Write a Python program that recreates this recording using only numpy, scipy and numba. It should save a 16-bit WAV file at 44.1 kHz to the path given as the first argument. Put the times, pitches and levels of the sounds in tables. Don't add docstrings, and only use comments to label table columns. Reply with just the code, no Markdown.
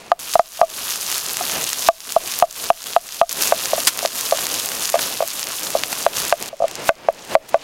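import sys
import numpy as np
from scipy import signal
from scipy.fft import rfft, irfft, next_fast_len
from scipy.io import wavfile
from scipy.ndimage import uniform_filter1d, minimum_filter1d
from numba import njit

SR = 44100
rng = np.random.default_rng(int(sys.argv[2]) if len(sys.argv) > 2 else 0)


def invert_db(level):
    return 10 ** (np.asarray(level, dtype=float) / 20)


def generate_wav(signal):
    frames = np.transpose(np.atleast_2d(signal))
    scaled = np.clip(frames, -1, 1) * 32767
    pcm = np.round(scaled).astype(np.int16)
    wavfile.write(sys.argv[1], SR, pcm)


N = 336483
T = np.arange(N) / SR


def colour(x, spectrum):
    hz, level_db = np.transpose(spectrum)
    size = next_fast_len(N)
    bin_hz = np.maximum(np.arange(size // 2 + 1) * SR / size, 1)
    gain = invert_db(np.interp(np.log(bin_hz), np.log(hz), level_db))
    y = irfft(rfft(x, size) * gain, size)[:N]
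    return y / y.std()


def walk(rate_hz):
    k = int(SR / rate_hz)
    steps = np.repeat(rng.standard_normal(N // k + 1), k)
    return 1.12 * uniform_filter1d(uniform_filter1d(steps, k), k)[:N]


def filtered(x, order, hz, kind="low"):
    return signal.lfilter(*signal.butter(order, hz, kind, fs=SR), x)


def add(out, start_s, shapes):
    at = (np.asarray(start_s) * SR).astype(int)[:, None] + np.arange(shapes.shape[1])
    np.add.at(out, np.minimum(at, len(out) - 1), shapes * (at < len(out)))


def bursts(start_times_s, size, pitch_hz, width_hz, phase_turns):
    u, out = np.arange(64) / SR, np.zeros(N)
    pitch_hz = np.clip(pitch_hz, 300, 15000)[:, None]
    width_hz = np.clip(width_hz, 900, 12000)[:, None]
    rise = 1 - np.exp(-u / 3e-5)
    decay = np.exp(-2.4 * width_hz * u)
    swing = np.sin(2 * np.pi * (pitch_hz * u + phase_turns[:, None]))
    add(out, start_times_s / 1 - 1e-4, size[:, None] * rise * decay * swing)
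    return out


# (start_s, carried_gain_reduction_db, sizzle_lowpass_hz, fire_over_sizzle_db before flares)
PASSAGES = [(0, 3.5, 9800, 4.5), (0.191, 10, 18900, -14.5), (3.292, 6, 20200, -12), (6.491, 16, 8200, 2)]


def passage(s, values):
    starts_s = [row[0] for row in PASSAGES]
    return np.asarray(values)[np.maximum(np.searchsorted(starts_s, s, "right") - 1, 0)]


# (frequency_hz, relative_level_db)
FIRE_SPECTRUM = [(15, -37), (25, -19.5), (137, -6), (499, -1), (604, -1), (658, -0.5), (944, -4.5),
                 (1350, -9.5), (2670, -8.5), (4000, -17.5), (5200, -19), (8800, -120)]
# (centre_s, level_change_db, gaussian_length_s)
FLARES = [(1.538, 6, 0.075), (3.2, -2, .2), (3.5, 3.5, 0.18), (5.084, 3, .08), (5.623, 0, .08),
          (5.99, 4.5, 0.29), (6.453, 14.5, 0.11), (6.533, -9.5, 0.12), (7.39, 9, 0.065)]


def fire():
    flutter_db = 3.14 * walk(30) + 0.5 * walk(6)
    flare_db = sum(level_db * np.exp(-((T - centre_s) / length_s) ** 2)
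                   for centre_s, level_db, length_s in FLARES)
    over_sizzle_db = passage(T, [row[-1] for row in PASSAGES])
    return colour(rng.standard_normal(N), FIRE_SPECTRUM) * invert_db(flutter_db + flare_db + over_sizzle_db)


# (frequency_hz, relative_level_db)
SIZZLE_SPECTRUM = [(410, -53), (700, -24), (1060, -12), (2130, -21), (2660, -14), (5610, -9.5), (6650, -8),
                   (7890, -11.5), (10400, -8.5), (14200, -10), (16000, -18.5)]
CRACKLE_RATE_PER_S, CRACKLE_DB, CRACKLE_SPREAD_DB, HISS_DB = 2500, 6, 4.5, 2.5


def frying_bed():
    when, big, pitch, wide, phase = rng.random((int(np.ceil(CRACKLE_RATE_PER_S * N / SR)), 5)).T
    size = invert_db(np.minimum(-CRACKLE_SPREAD_DB * np.log(big), 16))
    pitch_hz = 1500 * 9.0 ** pitch
    crackle = bursts(when * N / SR, size * np.sqrt(pitch_hz), pitch_hz,
                     pitch_hz * (0.37 + 0.86 * wide), phase)
    hiss = rng.standard_normal(N) * invert_db(HISS_DB + 2.2 * walk(40))
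    mix = hiss + invert_db(CRACKLE_DB) * crackle / crackle.std()
    bed = colour(mix, SIZZLE_SPECTRUM) * invert_db(1.26 * walk(21))
    out = np.zeros(N)
    for start_s, _, lowpass_hz, *_ in PASSAGES:
        heard = filtered(bed, 2, min(lowpass_hz, 21000))
        out = np.where(T >= start_s, heard / heard.std(), out)
    return out


# (start_s, relative_level_db, pitch_hz)
POPS = [(.3374, 33.5, 4770), (1.0657, 23, 7150), (1.1015, 37, 8100), (1.1159, 38, 9900), (1.1263, 36, 5300),
        (1.1656, 32, 7000), (1.181, 41, 8900), (1.37, 41, 7400), (1.5204, 32, 6200), (1.6413, 37, 6560),
        (1.7314, 39, 6600), (2.0048, 33, 4500), (2.1225, 41, 6800), (2.3172, 34, 7100), (2.3893, 45, 9400),
        (2.4001, 39, 6050), (2.511, 38, 6200), (2.5273, 38.5, 6900), (2.642, 37, 11500),
        (2.8293, 35.5, 7100), (3.0899, 33, 4500), (3.1459, 32.5, 4800), (3.2939, 30, 5800),
        (3.3167, 34, 9300), (3.328, 40.5, 10200), (3.383, 32, 9500), (3.4224, 34.5, 10800),
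        (3.435, 34, 5350), (3.474, 34, 7700), (3.657, 34, 5930), (3.7861, 33.5, 6200), (3.975, 40.5, 9100),
        (3.991, 39, 4500), (4.0591, 38, 4280), (4.2107, 37.5, 6275), (4.4682, 42.5, 8160),
        (4.5437, 30, 7600), (4.6597, 39, 7160), (4.689, 33.5, 6450), (4.75, 31, 7300), (4.8167, 31, 10600),
        (4.8557, 32.5, 5100), (4.8919, 35, 4860), (4.9002, 40.5, 7800), (4.924, 34.5, 7200),
        (5.2773, 38, 10400), (5.2847, 38, 8360), (5.3365, 33, 7400), (5.4299, 33, 5300), (5.4708, 34, 5300),
        (5.596, 36, 9400), (5.7044, 39, 8100), (5.8362, 37, 3500), (6.0277, 32.5, 7400), (6.302, 26, 10100),
        (6.4261, 45, 8350), (6.4595, 39, 5900), (6.713, 39, 4630), (6.7547, 38, 5300), (6.82, 26, 11000),
        (7.127, 40, 10800), (7.17, 28, 12000), (7.25, 36, 9000), (7.275, 28, 8000), (7.4, 30, 7000)]
POP_WIDTH_PER_PITCH, POPS_ABOVE_HZ, SPATTER_DB, SPATTER_DECAY_S = 1.02, 800, -10, .001
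SMALL_POPS, SMALL_POP_MIN_DB, SMALL_POP_RANGE_DB = 260, 23, 9


def pops():
    when, big, pitch = rng.random((SMALL_POPS, 3)).T
    small_db = SMALL_POP_MIN_DB + SMALL_POP_RANGE_DB * big ** 2
    small = np.transpose([when * N / SR, small_db, 4500 * 2.8 ** pitch])
    start_s, level_db, pitch_hz = np.vstack([POPS, small]).T
    wide, phase = rng.random((len(start_s), 2)).T
    width_hz = POP_WIDTH_PER_PITCH * pitch_hz * (0.54 + 1.32 * wide)
    out = filtered(bursts(start_s, invert_db(level_db), pitch_hz, width_hz, phase), 2, POPS_ABOVE_HZ, "high")
    spatter = rng.standard_normal(256) * np.exp(-np.arange(256) / SR / SPATTER_DECAY_S)
    return out + invert_db(SPATTER_DB) * np.convolve(out, spatter / np.linalg.norm(spatter))[:N]


def sizzle():
    out = frying_bed() + pops()
    return out / out.std()


# (multiple_of_main_pitch, level_db, share_of_main_t60, sign)
MODES = [(1, 0, 1, 1), (.89, 0, 1, 1), (1.79, 0, .42, -1), (1.12, -20, .7, 1), (2.3, -7, .15, -1),
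         (3.15, -9, .12, 1), (3.85, -10, .1, -1), (4.9, -22, .12, 1)]
# (lower_ring_db, upper_ring_db)
MORTAR_HEARD = [(-19, -5.5), (-44.5, -9.5), (-2, -11), (-3, -16)]
SETTLE_S = 0.022


def bowl_ring(u, start_s, pitch_hz, t60_s, hard_db):
    lower_db, upper_db = (passage(start_s, column) for column in np.transpose(MORTAR_HEARD))
    chance = rng.standard_normal((len(start_s), len(MODES)))
    ring = 0
    for k, (multiple, mode_db, share, sign) in enumerate(MODES):
        blow_db = (0, lower_db, upper_db + chance[:, [k]], 0, hard_db + 2 * chance[:, [k]])[min(k, 4)]
        detune = 1 + .015 * (k > 1) * chance[:, [k - 1]]
        decay = np.exp(-np.log(1000) * u / (share * t60_s))
        swing = np.sin(2 * np.pi * pitch_hz * multiple * detune * u)
        ring = ring + np.sign(sign) * invert_db(mode_db + blow_db) * decay * swing
    rise = 1 - np.exp(-u / (0.0004 * invert_db(-.8 * hard_db)))
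    smother = np.exp(-(u / SETTLE_S) ** 2)
    return ring * rise * smother / (1 + invert_db(lower_db))


# (start_s, strength_db, main_pitch_hz, main_t60_s before smothering, hardness_db)
BLOWS = [(0.1173, 11.5, 696, 0.058, -6.5), (0.3546, 13.5, 678, 0.03, -19), (0.3942, 15, 680, 0.051, -8),
         (.592, -13, 676, 0.037, -17), (0.614, 10.5, 684, 0.052, -8.5), (.628, 9, 660, 0.084, -22),
         (1.409, -11.5, 720, 0.057, -4), (1.887, 22.5, 670, 0.092, -9.5), (2.1635, 16, 665, 0.035, -22),
         (2.424, 18.5, 695, 0.052, -13.5), (2.4365, 14.5, 657, 0.043, -21), (2.7022, 17, 684, 0.042, -10),
         (2.9636, 13, 693, 0.055, -7.5), (3.214, 14.5, 673, 0.046, -10), (3.226, 9, 689, 0.065, -27),
         (3.5227, 13.5, 663, 0.072, -0.5), (3.534, 0, 675, 0.11, -8), (3.7326, 1.5, 638, 0.042, -7),
         (3.7793, -8.5, 675, 0.056, -2), (4.0275, -6, 680, 0.043, -10), (4.05, -2, 654, 0.067, -1.5),
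         (4.323, 2.5, 650, 0.065, -7), (4.336, -8, 640, 0.12, -14), (4.386, -17, 706, 0.032, 17),
         (4.9415, 3.5, 654, 0.078, -6), (4.955, -3, 678, 0.11, 0.5), (5.2048, -3, 637, 0.046, 1),
         (5.2236, -3, 662, 0.072, -6), (5.751, 3, 642, 0.047, -11.5), (5.764, -12, 690, 0.057, -10),
         (6.0643, 9, 660, 0.048, 4), (6.325, 10, 673, 0.089, 5), (6.5288, 7, 640, 0.05, -26),
         (6.6025, 12, 640, 0.038, -27.5), (6.6206, 15, 678, 0.037, -27), (6.6398, 11.5, 652, 0.049, -23.5),
         (6.8913, 15, 656, 0.2, 2), (7.0858, 9, 656, 0.069, -7.5), (7.3521, 28.5, 637, 0.086, -14),
         (7.5432, 17.5, 659, 0.14, -5.5)]
CRACK_DB, CRACK_DECAY_S, CRACK_LOWPASS_HZ, RADIATES_ABOVE_HZ = -32.5, 0.00051, 4000, 494
PUSH_DB, PUSH_S = -31.5, 0.00068
LOW_SWING_DB, LOW_SWING_HZ, LOW_SWING_S = -54, 18, 0.022
ECHO_DB, ECHO_DECAY_S = -32, 0.03


def mortar():
    start_s, strength_db, pitch_hz, t60_s, hard_db = np.transpose(BLOWS)[:, :, None]
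    at_s = start_s[:, 0]
    u, out = np.arange(int(.25 * SR)) / SR, np.zeros(N)
    ring = bowl_ring(u, start_s, pitch_hz, t60_s, hard_db)
    grit = filtered(rng.standard_normal((len(BLOWS), len(u))), 1, CRACK_LOWPASS_HZ)
    crack = invert_db(CRACK_DB + hard_db) * np.exp(-u / CRACK_DECAY_S) * grit
    add(out, at_s, invert_db(strength_db) * (crack - ring))
    out = signal.sosfilt(signal.butter(4, RADIATES_ABOVE_HZ, "high", fs=SR, output="sos"), out)
    push = u / PUSH_S * np.exp(1 - u / PUSH_S) * (1 - u / (2 * PUSH_S))
    add(out, at_s, invert_db(strength_db + PUSH_DB) * push)
    swell = u / LOW_SWING_S * np.exp(1 - u / LOW_SWING_S)
    low_swing = swell * np.sin(2 * np.pi * LOW_SWING_HZ * u)
    add(out, at_s, invert_db(strength_db + LOW_SWING_DB) * low_swing)
    scatter = rng.standard_normal(len(u)) * np.exp(-u / ECHO_DECAY_S) * (u > .01)
    return out + invert_db(ECHO_DB) * signal.fftconvolve(out, scatter / np.linalg.norm(scatter))[:N]


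# (peak_s, level_db, rise_s, fall_s, centre_hz)
SPRAYS = [(0.339, -13.5, 0.0011, 0.0039, 6000), (3.874, 8.5, 0.0012, 0.0069, 4000),
          (3.8805, -1, 0.0044, 0.012, 3780), (4.718, -9, .001, 0.0016, 2800),
          (4.993, -4.5, 0.0018, 0.0022, 1500), (5.929, -7.5, 0.0012, 0.0021, 1460),
          (6.682, -18.5, .001, 0.0022, 2200), (6.89, -18.5, 0.027, 0.0024, 4630),
          (7.347, -26.5, 0.045, 0.0014, 3500), (7.492, -13.5, 0.0035, 0.0046, 6000)]


def sprays():
    out = np.zeros(N)
    grit = rng.standard_normal(N) * invert_db(2.55 * walk(1200))
    for peak_s, level_db, rise_s, fall_s, centre_hz in SPRAYS:
        shape = np.exp(-np.where(T < peak_s, (peak_s - T) / rise_s, (T - peak_s) / fall_s))
        band_hz = [centre_hz / 3, min(centre_hz * 2.5, 20000)]
        out += invert_db(level_db) * filtered(grit * shape, 1, band_hz, "band")
    return out


# (time_s, sizzle_level_db)
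HEAT = [
    [(0, -42.5), (.19, -52)],
    [(.19, -22), (.6, -34), (.9, -24.5), (1.85, -23), (2.6, -27), (2.9, -27), (3.29, -34.5)],
    [(3.29, -22), (3.5, -13), (3.75, -23.5), (4.0, -23), (4.3, -23.5), (5.05, -23.5), (5.3, -27),
     (6.05, -26.5), (6.2, -22.5), (6.49, -29)],
    [(6.49, -33), (6.7, -36.5), (6.85, -35), (7.2, -44), (7.4, -34.5), (7.63, -29.5)],
]


def scene():
    heat_db = np.zeros(N)
    for (start_s, *_), curve in zip(PASSAGES, HEAT):
        heat_db = np.where(T >= start_s, np.interp(T, *np.transpose(curve)), heat_db)
    hearth = invert_db(heat_db) * (fire() + sizzle())
    return (hearth + mortar() + sprays())[None]


@njit
def ride(x, carried, attack, hold, release):
    e, wait, out = 0., 0., np.empty(len(x))
    for i in range(len(x)):
        if carried[i] > 0:
            e, wait = carried[i], hold
        if x[i] > e:
            e, wait = e + attack * (x[i] - e), hold
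        elif wait > 0:
            wait -= 1
        else:
            e *= release
        out[i] = e
    return out


def roll_off(x):
    return signal.sosfilt(signal.butter(12, 16160, fs=SR, output="sos"), x)


CEILING_DB, ATTACK_S, HOLD_S, RELEASE_DB_PER_S = -1.5, 0.00071, 0.031, 96
RUMBLE_DB, RUMBLE_LOWPASS_HZ, SELF_NOISE_DB, TOP_HZ = -65.5, 70, -57, 16000


def record(dry):
    ceiling, carried = invert_db(CEILING_DB), np.zeros(N)
    for start_s, reduction_db, *_ in PASSAGES:
        carried[int(max(start_s, 0) * SR)] = ceiling * invert_db(reduction_db)
    peak = -minimum_filter1d(-np.abs(dry[0]), size=33, origin=16)
    envelope = ride(peak, carried, 1 / (ATTACK_S * SR), HOLD_S * SR, float(invert_db(-RELEASE_DB_PER_S / SR)))
    limited = np.clip(dry * ceiling / np.maximum(envelope, ceiling), -1, 1)
    rumble = filtered(rng.standard_normal(N), 2, RUMBLE_LOWPASS_HZ)
    hiss = invert_db(SELF_NOISE_DB) * rng.standard_normal(N)
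    mix = limited + invert_db(RUMBLE_DB) * rumble / rumble.std() + hiss
    mix = signal.sosfilt(signal.ellip(10, .2, 60, TOP_HZ, fs=SR, output="sos"), mix)
    return roll_off(mix)


dry = scene()
out = record(dry)
generate_wav(out)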